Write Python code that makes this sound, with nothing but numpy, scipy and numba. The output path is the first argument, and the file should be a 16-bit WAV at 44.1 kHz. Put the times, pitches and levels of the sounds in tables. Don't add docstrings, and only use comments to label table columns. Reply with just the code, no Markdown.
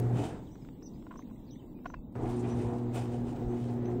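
import sys
import numpy as np
from scipy import signal
from scipy.fft import rfft, irfft
from scipy.io import wavfile
from scipy.ndimage import uniform_filter1d
from numba import njit

SR = 44100
rng = np.random.default_rng(int(sys.argv[2]) if len(sys.argv) > 2 else 0)


def put_to_file(sound):
    columns = np.atleast_2d(sound).T
    safe = np.clip(columns, -1, 1)
    whole_steps = np.round(safe * 32767)
    wavfile.write(sys.argv[1], SR, whole_steps.astype(np.int16))


def boost(x):
    u = np.asarray(x, float) / 20
    return 10 ** u


N = 176400
T = np.arange(N) / SR

# multiple of the hum, level going up/dB, level going down/dB, share of the buzz
HUM = [(1, -30.5, -39, 0.17), (2, -40.5, -41, 0.023), (3, -46, -43, 1), (4, -57, -56.5, 0.74),
       (6, -53, -61.5, 0.51)]
# t/s, level/dB
DRIVE = [(.1, -2.5), (.165, 1), (.195, -3.5), (.235, -10.5), (.27, -20), (.42, -39), (2.12, -45.5),
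         (2.16, -5), (2.22, 1), (2.29, 0.5), (2.6, 2.2)]
# t/s, level/dB
BUZZ = [(2.2, -2), (2.7, 0), (3.0, -3), (3.15, -4), (3.36, -12.5), (3.43, 1.5), (3.75, -1.5), (3.85, -9.5),
        (3.92, -0.5)]
# t/s, level/dB
WHINE = [(2.15, 1), (2.4, -8.5), (3.05, -8), (3.15, 7), (3.7, -1), (3.8, -2), (4, 5)]
# t/s, level/dB
LOAD = [(0, 3.5), (.12, 2.5), (.2, 5.5), (.3, -0.5), (2.2, 1), (2.3, -0.7), (2.6, 1.5), (2.85, -3.5),
        (2.93, -2), (2.98, 2), (3.1, -3), (3.5, -1.5), (3.8, -2), (4, -0.9)]
# f/Hz, level per Hz/dB
PANELS = [(40, -12.5), (110, -1.5), (430, -12.5), (550, -17), (950, -29.5), (1400, -28.5), (4500, -52),
          (14000, -58.5)]
# f/Hz, width/Hz, level/dB
BOOM = [(303.3, 89, -6.5), (396, 78, -9), (750, 330, -11)]
# t/s, level/dB, rise/s, fall/s
RATTLES = [(.2, -48, 0.052, 0.034), (0.248, -45.5, 0.021, 0.06), (2.3, -53, 0.094, 0.25),
           (2.5, -58, 0.029, 0.085), (2.63, -55, 0.046, 0.073), (2.75, -67.5, 0.026, 0.11),
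           (2.955, -49.5, 0.018, 0.027), (3.151, -56.5, 0.042, 0.056), (3.29, -54, 0.037, 0.069),
           (3.37, -62, 0.012, 0.045), (3.631, -56.5, 0.13, 0.18), (.04, -61, 0.037, 0.049),
           (2.98, -44.5, 0.021, 0.056), (3.92, -64.5, 0.034, 0.043), (2.16, -61, 0.0094, 0.015)]
# f/Hz, level per Hz/dB
STEEL = [(400, -9), (800, -6.5), (1500, -20.5), (2800, -20.5), (4300, -26), (8700, -26), (11000, -38),
         (15700, -42)]
# f/Hz, width/Hz, level/dB
RAIL = [(700, 130, 6), (820, 60, 5), (1400, 90, 6), (2520, 90, 8), (3000, 100, 8), (3680, 120, 0),
        (7240, 150, 0), (8700, 250, 1)]
# t/s, peak level/dB, f/Hz, low mode level/dB, upper modes level/dB
KNOCKS = [(1.0675, -41.5, 1000, -5, -6), (1.109, -42, 1040, -12, -6), (1.1119, -40, 1040, -12, -3),
          (1.117, -47, 1040, -12, 3), (1.126, -43, 1040, -12, -16), (1.14, -44, 1040, -12, -16),
          (1.158, -38.5, 1050, -12, -15), (1.192, -38.5, 1055, -14, -16), (1.311, -49, 1000, -10, -12),
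          (1.846, -47, 1000, -3, -8), (1.8568, -34, 1060, -1, -4), (1.8596, -30.5, 1060, -3, -3),
          (1.8638, -42, 1060, -9, 2), (1.901, -39, 980, -9, -5), (1.9385, -39, 1030, -4, -8),
          (1.9414, -34.5, 1030, -14, -6), (2.154, -38, 950, -2, -4), (2.161, -42, 900, -2, -4)]
# frequency ratio, level/dB, t60/s
SHELL = [(1.39, 0, .018), (1.72, -12, .009), (2.45, -11, .011), (2.7, -14, .01), (3.5, -22, .008)]
# t/s, peak level/dB, f/Hz, width/Hz
TICKS = [(0, -38, 6000, 20000), (.422, -56, 1200, 2200), (.488, -62, 5000, 9000), (.555, -48, 700, 1000),
         (.623, -65, 2100, 700), (.649, -51, 900, 1300), (.688, -47, 850, 1400), (.822, -53, 800, 900),
         (.889, -66, 5000, 6000), (.957, -64, 2100, 250), (1.024, -55, 1000, 1100), (1.222, -55, 2100, 300),
         (1.222, -66, 4000, 5000), (1.274, -58, 1300, 1500), (1.3, -57, 1300, 1500), (1.36, -65, 2050, 250),
         (1.49, -63, 2080, 250), (1.556, -60, 2050, 250), (1.556, -68, 4000, 5000), (1.622, -67, 2050, 250),
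         (1.79, -58, 1200, 1500), (1.9412, -40, 1650, 600), (2.125, -60, 7000, 12000),
         (3.643, -52, 2490, 2500), (3.857, -49, 2200, 2000)]
# t/s, length/s, level/dB, top f/Hz
CHIPS = [(0.511, 0.04, -71.5, 6110), (0.825, 0.054, -64, 6220), (0.936, 0.026, -75.5, 5100),
         (1.171, 0.042, -68.5, 6340), (1.507, 0.045, -67.5, 6220), (1.869, 0.057, -70.5, 6240),
         (2.49, 0.055, -67.5, 6000), (3.485, 0.06, -78, 6220), (3.846, 0.045, -68.5, 6240)]
# t/s, length/s, level/dB, from f/Hz, to f/Hz
SLURS = [(0.455, 0.02, -75, 3800, 3740), (0.468, 0.032, -75, 3500, 2630), (0.616, 0.016, -74, 5100, 5000),
         (0.851, 0.035, -75, 5400, 4500), (1.464, 0.082, -75, 5100, 2820), (1.533, 0.018, -82, 2850, 3460),
         (1.551, 0.045, -74, 3400, 3810), (1.59, 0.018, -72, 3200, 2830), (1.617, 0.015, -79, 2750, 2660),
         (1.752, 0.074, -80, 2480, 2280), (1.797, 0.031, -81, 2560, 2640), (1.948, 0.033, -75, 2650, 2630),
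         (2.362, 0.013, -65, 8600, 8500), (2.704, 0.014, -77, 10500, 10360)]
# t/s, level/dB, length/s
PUFFS = [
    (0.066, -51, 0.061),
    (1.96, -51.5, 0.069),
    (2.077, -56, 0.036),
    (2.265, -39.5, 0.057),
    (2.65, -48, .05),
    (3.25, -47, 0.068),
    (3.468, -34.5, 0.027),
    (3.955, -56, 0.04),
]
# f/Hz, level per Hz/dB
TRAFFIC = [(18, 0.5), (80, -9.5), (190, -4), (310, -4.5), (430, -18.5), (900, -28.5), (1300, -42),
           (1800, -60)]
# f/Hz, level per Hz/dB
HISS = [(1400, -2.5), (3650, -.5), (4200, -5), (8500, -3.5), (9100, -19), (12800, -16), (13600, -4.5),
        (15750, -3.5)]

HUM_HZ, WANDER_DB = 120.0, 1.2
PANELS_DB, BOOM_DB = -41, -42.5
START_S, RUMBLE_STOP_S, RUMBLE_FALL_DB_S = 2.15, 0.33, 108
GRIT_PER_S, GRIT_DB, GRIT_S, RAIL_WANDER_DB = 1200, 2, .004, 3
LOW_RATIO, LOW_T60_S, MAIN_T60_S = .68, .02, .018
KNOCK_TAIL_DB, KNOCK_TAIL_S, CRACK_DB, TICK_S = -28, .015, -30, .0025
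CHIP_DROP, CHIP_RISE_S, CHIP_TRILL, CHIP_ECHO_DB = .22, .005, .03, -4
PUFF_HZ, TRAFFIC_DB, HISS_DB = 35.4, -46.5, -74
GATE_FROM_HZ, GATE_TO_HZ, TOP_HZ = 1500, 13400, 15750
GATE_DB, GATE_CHANCE_DB, GATE_CUT_DB = -101.3, 3.5, -22


def level(x, db):
    return x * boost(db) / np.sqrt(np.mean(x ** 2))


@njit
def svf(x, hz, width):
    y, b, l = np.empty(len(x)), 0., 0.
    g, k = np.tan(np.pi * hz / SR), width / hz
    for i in range(len(x)):
        v = (b + g * (x[i] - l)) / (1 + g * (g + k))
        b, l, y[i] = 2 * v - b, l + 2 * g * v, k * v
    return y


def curve(table):
    return np.interp(T, *np.array(table, float).T)


def walk(rate):
    k = int(SR / rate)
    held = np.repeat(rng.standard_normal(N // k + 1), k)
    return 1.79 * uniform_filter1d(uniform_filter1d(held, k), k)[:N]


def colour(x, table):
    f = np.arange(N // 2 + 1) * SR / N + 1e-3
    hz, db = np.array(table, float).T
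    gain_db = np.interp(np.log(f), np.log(hz), db, left=-90, right=-90)
    return irfft(rfft(x) * boost(gain_db), N)


def flicker(table, swell_db, own_db, rate):
    swell, out = swell_db * walk(1.5), 0
    for hz in 30 * 2. ** np.arange(10):
        band = colour(rng.standard_normal(N), [(hz / 2, -12), (hz, 0), (hz * 2, -12)])
        out = out + band * boost(swell + own_db * walk(rate))
    return colour(out, table)


def add(out, start_s, x):
    i = int(start_s * SR)
    out[i:i + len(x)] += x[:N - i]


def motor():
    out = 0
    for k, up_db, down_db, share in HUM:
        phase = 2 * np.pi * (k * HUM_HZ * T + rng.random() + 0.012 * walk(16))
        down = down_db + share * curve(BUZZ) + (k == 6) * curve(WHINE)
        wander = WANDER_DB * (1 + 2 * share ** 2) * walk(12)
        db = np.where(T < 1, up_db, down) + curve(DRIVE) + wander
        out = out + np.sqrt(2) * np.sin(phase) * boost(db)
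    return out


def door():
    stopping = boost(-RUMBLE_FALL_DB_S * np.clip(T - RUMBLE_STOP_S, 0, None))
    starting = np.clip((T - START_S) / 0.0096, 0, 1)
    boom = 0
    for hz, width, db in BOOM:
        ring = svf(svf(rng.standard_normal(N), hz, width), hz, width)
        boom = boom + boost(db + 2 * walk(14)) * level(ring, 0)
    rumble = level(flicker(PANELS, swell_db=0.0, own_db=2.0, rate=16), PANELS_DB)
    return (rumble + level(boom, BOOM_DB)) * (stopping + starting) * boost(curve(LOAD))


def rollers():
    shake = 0
    for s, db, rise, fall in RATTLES:
        shape = np.where(T < s, -((T - s) / rise) ** 2, (s - T) / fall)
        shake = shake + boost(db) * np.exp(shape)
    chance, size = rng.random((2, N))
    clicks = (chance < GRIT_PER_S / SR) * boost(-GRIT_DB * np.log(size + 1e-9))
    power = signal.lfilter([1], [1, -np.exp(-1 / (GRIT_S * SR))], clicks ** 2)
    grit = level(np.sqrt(power) * rng.standard_normal(N), 6.3)
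    grit = grit + level(flicker([(300, 0.013), (16000, 0.011)], swell_db=5.5, own_db=-5.5, rate=33), 0)
    rail = sum(boost(db + RAIL_WANDER_DB * walk(18)) * svf(grit, hz, width) for hz, width, db in RAIL)
    grit = grit + shake / shake.max() * rail
    return level(colour(grit, STEEL), 0) * shake


def knocks():
    out, t = np.zeros(N), T[:2600]
    for s, db, hz, low_db, upper_db in KNOCKS:
        noise = rng.standard_normal(len(t))
        modes = [(LOW_RATIO, low_db, LOW_T60_S), (1, 0, MAIN_T60_S)]
        modes += [(ratio, mode_db + upper_db, t60) for ratio, mode_db, t60 in SHELL]
        ring = 0
        for ratio, mode_db, t60 in modes:
            decay = np.exp(-np.log(1000) * t / t60)
            ring = ring + boost(mode_db) * np.sin(2 * np.pi * hz * ratio * t) * decay
        crack = boost(CRACK_DB) * svf(noise, 5200.0, 6000.0) * np.exp(-t / .0015)
        tail = boost(KNOCK_TAIL_DB) * 3 * svf(noise, 1280.0, 1000.0) * np.exp(-t / KNOCK_TAIL_S)
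        contact = 1 - np.exp(-t / .0004)
        add(out, s, boost(db) * (1.2 * ring * contact + crack + tail))
    return out


def ticks():
    out, t = np.zeros(N), T[:2600]
    for s, db, hz, width in TICKS:
        burst = rng.standard_normal(len(t)) * np.exp(-t / TICK_S)
        burst = svf(svf(burst, hz, width), hz, 2 * width)
        add(out, s, boost(db) * burst / abs(burst).max())
    return out


def note(hz, db):
    envelope = np.sin(np.linspace(0, np.pi, len(hz))) ** 0.12
    return boost(db) * np.sqrt(2) * np.sin(2 * np.pi * np.cumsum(hz) / SR) * envelope


def birds():
    out, waver = np.zeros(N), walk(220)
    for s, length, db, top_hz in CHIPS:
        t = T[:int(length * SR)]
        w = waver[int(s * SR):][:len(t)]
        leap = CHIP_DROP * np.exp(-t / CHIP_RISE_S)
        trill = CHIP_TRILL * abs(w) * t / length
        add(out, s, note(top_hz * (1 - leap - trill), db + 2.6 * w - 2.7 * t / length))
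    for s, length, db, from_hz, to_hz in SLURS:
        w = waver[int(s * SR):][:int(length * SR)]
        glide = np.geomspace(from_hz, to_hz, len(w))
        add(out, s, note(glide * (1 + 0.018 * w), db + 2 * w))
    echo = rng.standard_normal(5000) * np.exp(-T[:5000] / .018)
    return out + boost(CHIP_ECHO_DB) * signal.fftconvolve(out, echo / np.linalg.norm(echo))[:N]


def wind():
    gust = sum(boost(db) * np.exp(-((T - s) / length) ** 2) for s, db, length in PUFFS)
    buffet = svf(svf(rng.standard_normal(N), PUFF_HZ, 50.), PUFF_HZ, 60.)
    return level(buffet, 0) * gust


def traffic():
    return level(flicker(TRAFFIC, swell_db=.2, own_db=.8, rate=14), TRAFFIC_DB)


def hiss():
    return level(flicker(HISS, swell_db=1.0, own_db=1.0, rate=13), HISS_DB)


def scene():
    near = motor() + door() + rollers() + knocks() + ticks()
    return (near + birds() + wind() + traffic() + hiss())[None]


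def gate(x):
    hz, _, z = signal.stft(x, SR, nperseg=2048, noverlap=1536, boundary="odd")
    hz, z_low = hz[:1024], z[:1024]
    db = 10 * np.log10(np.mean(abs(z_low.reshape(128, 8, -1)) ** 2, axis=1) + 1e-20)
    frames = db.shape[1]
    held = np.repeat(rng.standard_normal((128, frames // 6 + 1)), 6, axis=1)[:, :frames]
    faint = uniform_filter1d(db, size=3) + GATE_CHANCE_DB * held < GATE_DB
    band_hz = hz[::8, None]
    shut = faint & (band_hz > GATE_FROM_HZ) & (band_hz < GATE_TO_HZ)
    gain = np.repeat(np.where(shut, boost(GATE_CUT_DB), 1), 8, axis=0) * (hz[:, None] < TOP_HZ)
    gated = np.vstack([z_low * gain, 0 * z[1024:]])
    return signal.istft(gated, SR, nperseg=2048, noverlap=1536)[1][:N]


def low_pass(x):
    return signal.sosfilt(signal.butter(12, 16290, fs=SR, output="sos"), x)


def record(dry):
    mix = gate(dry[0])[None]
    return low_pass(mix)


dry = scene()
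out = record(dry)
put_to_file(out)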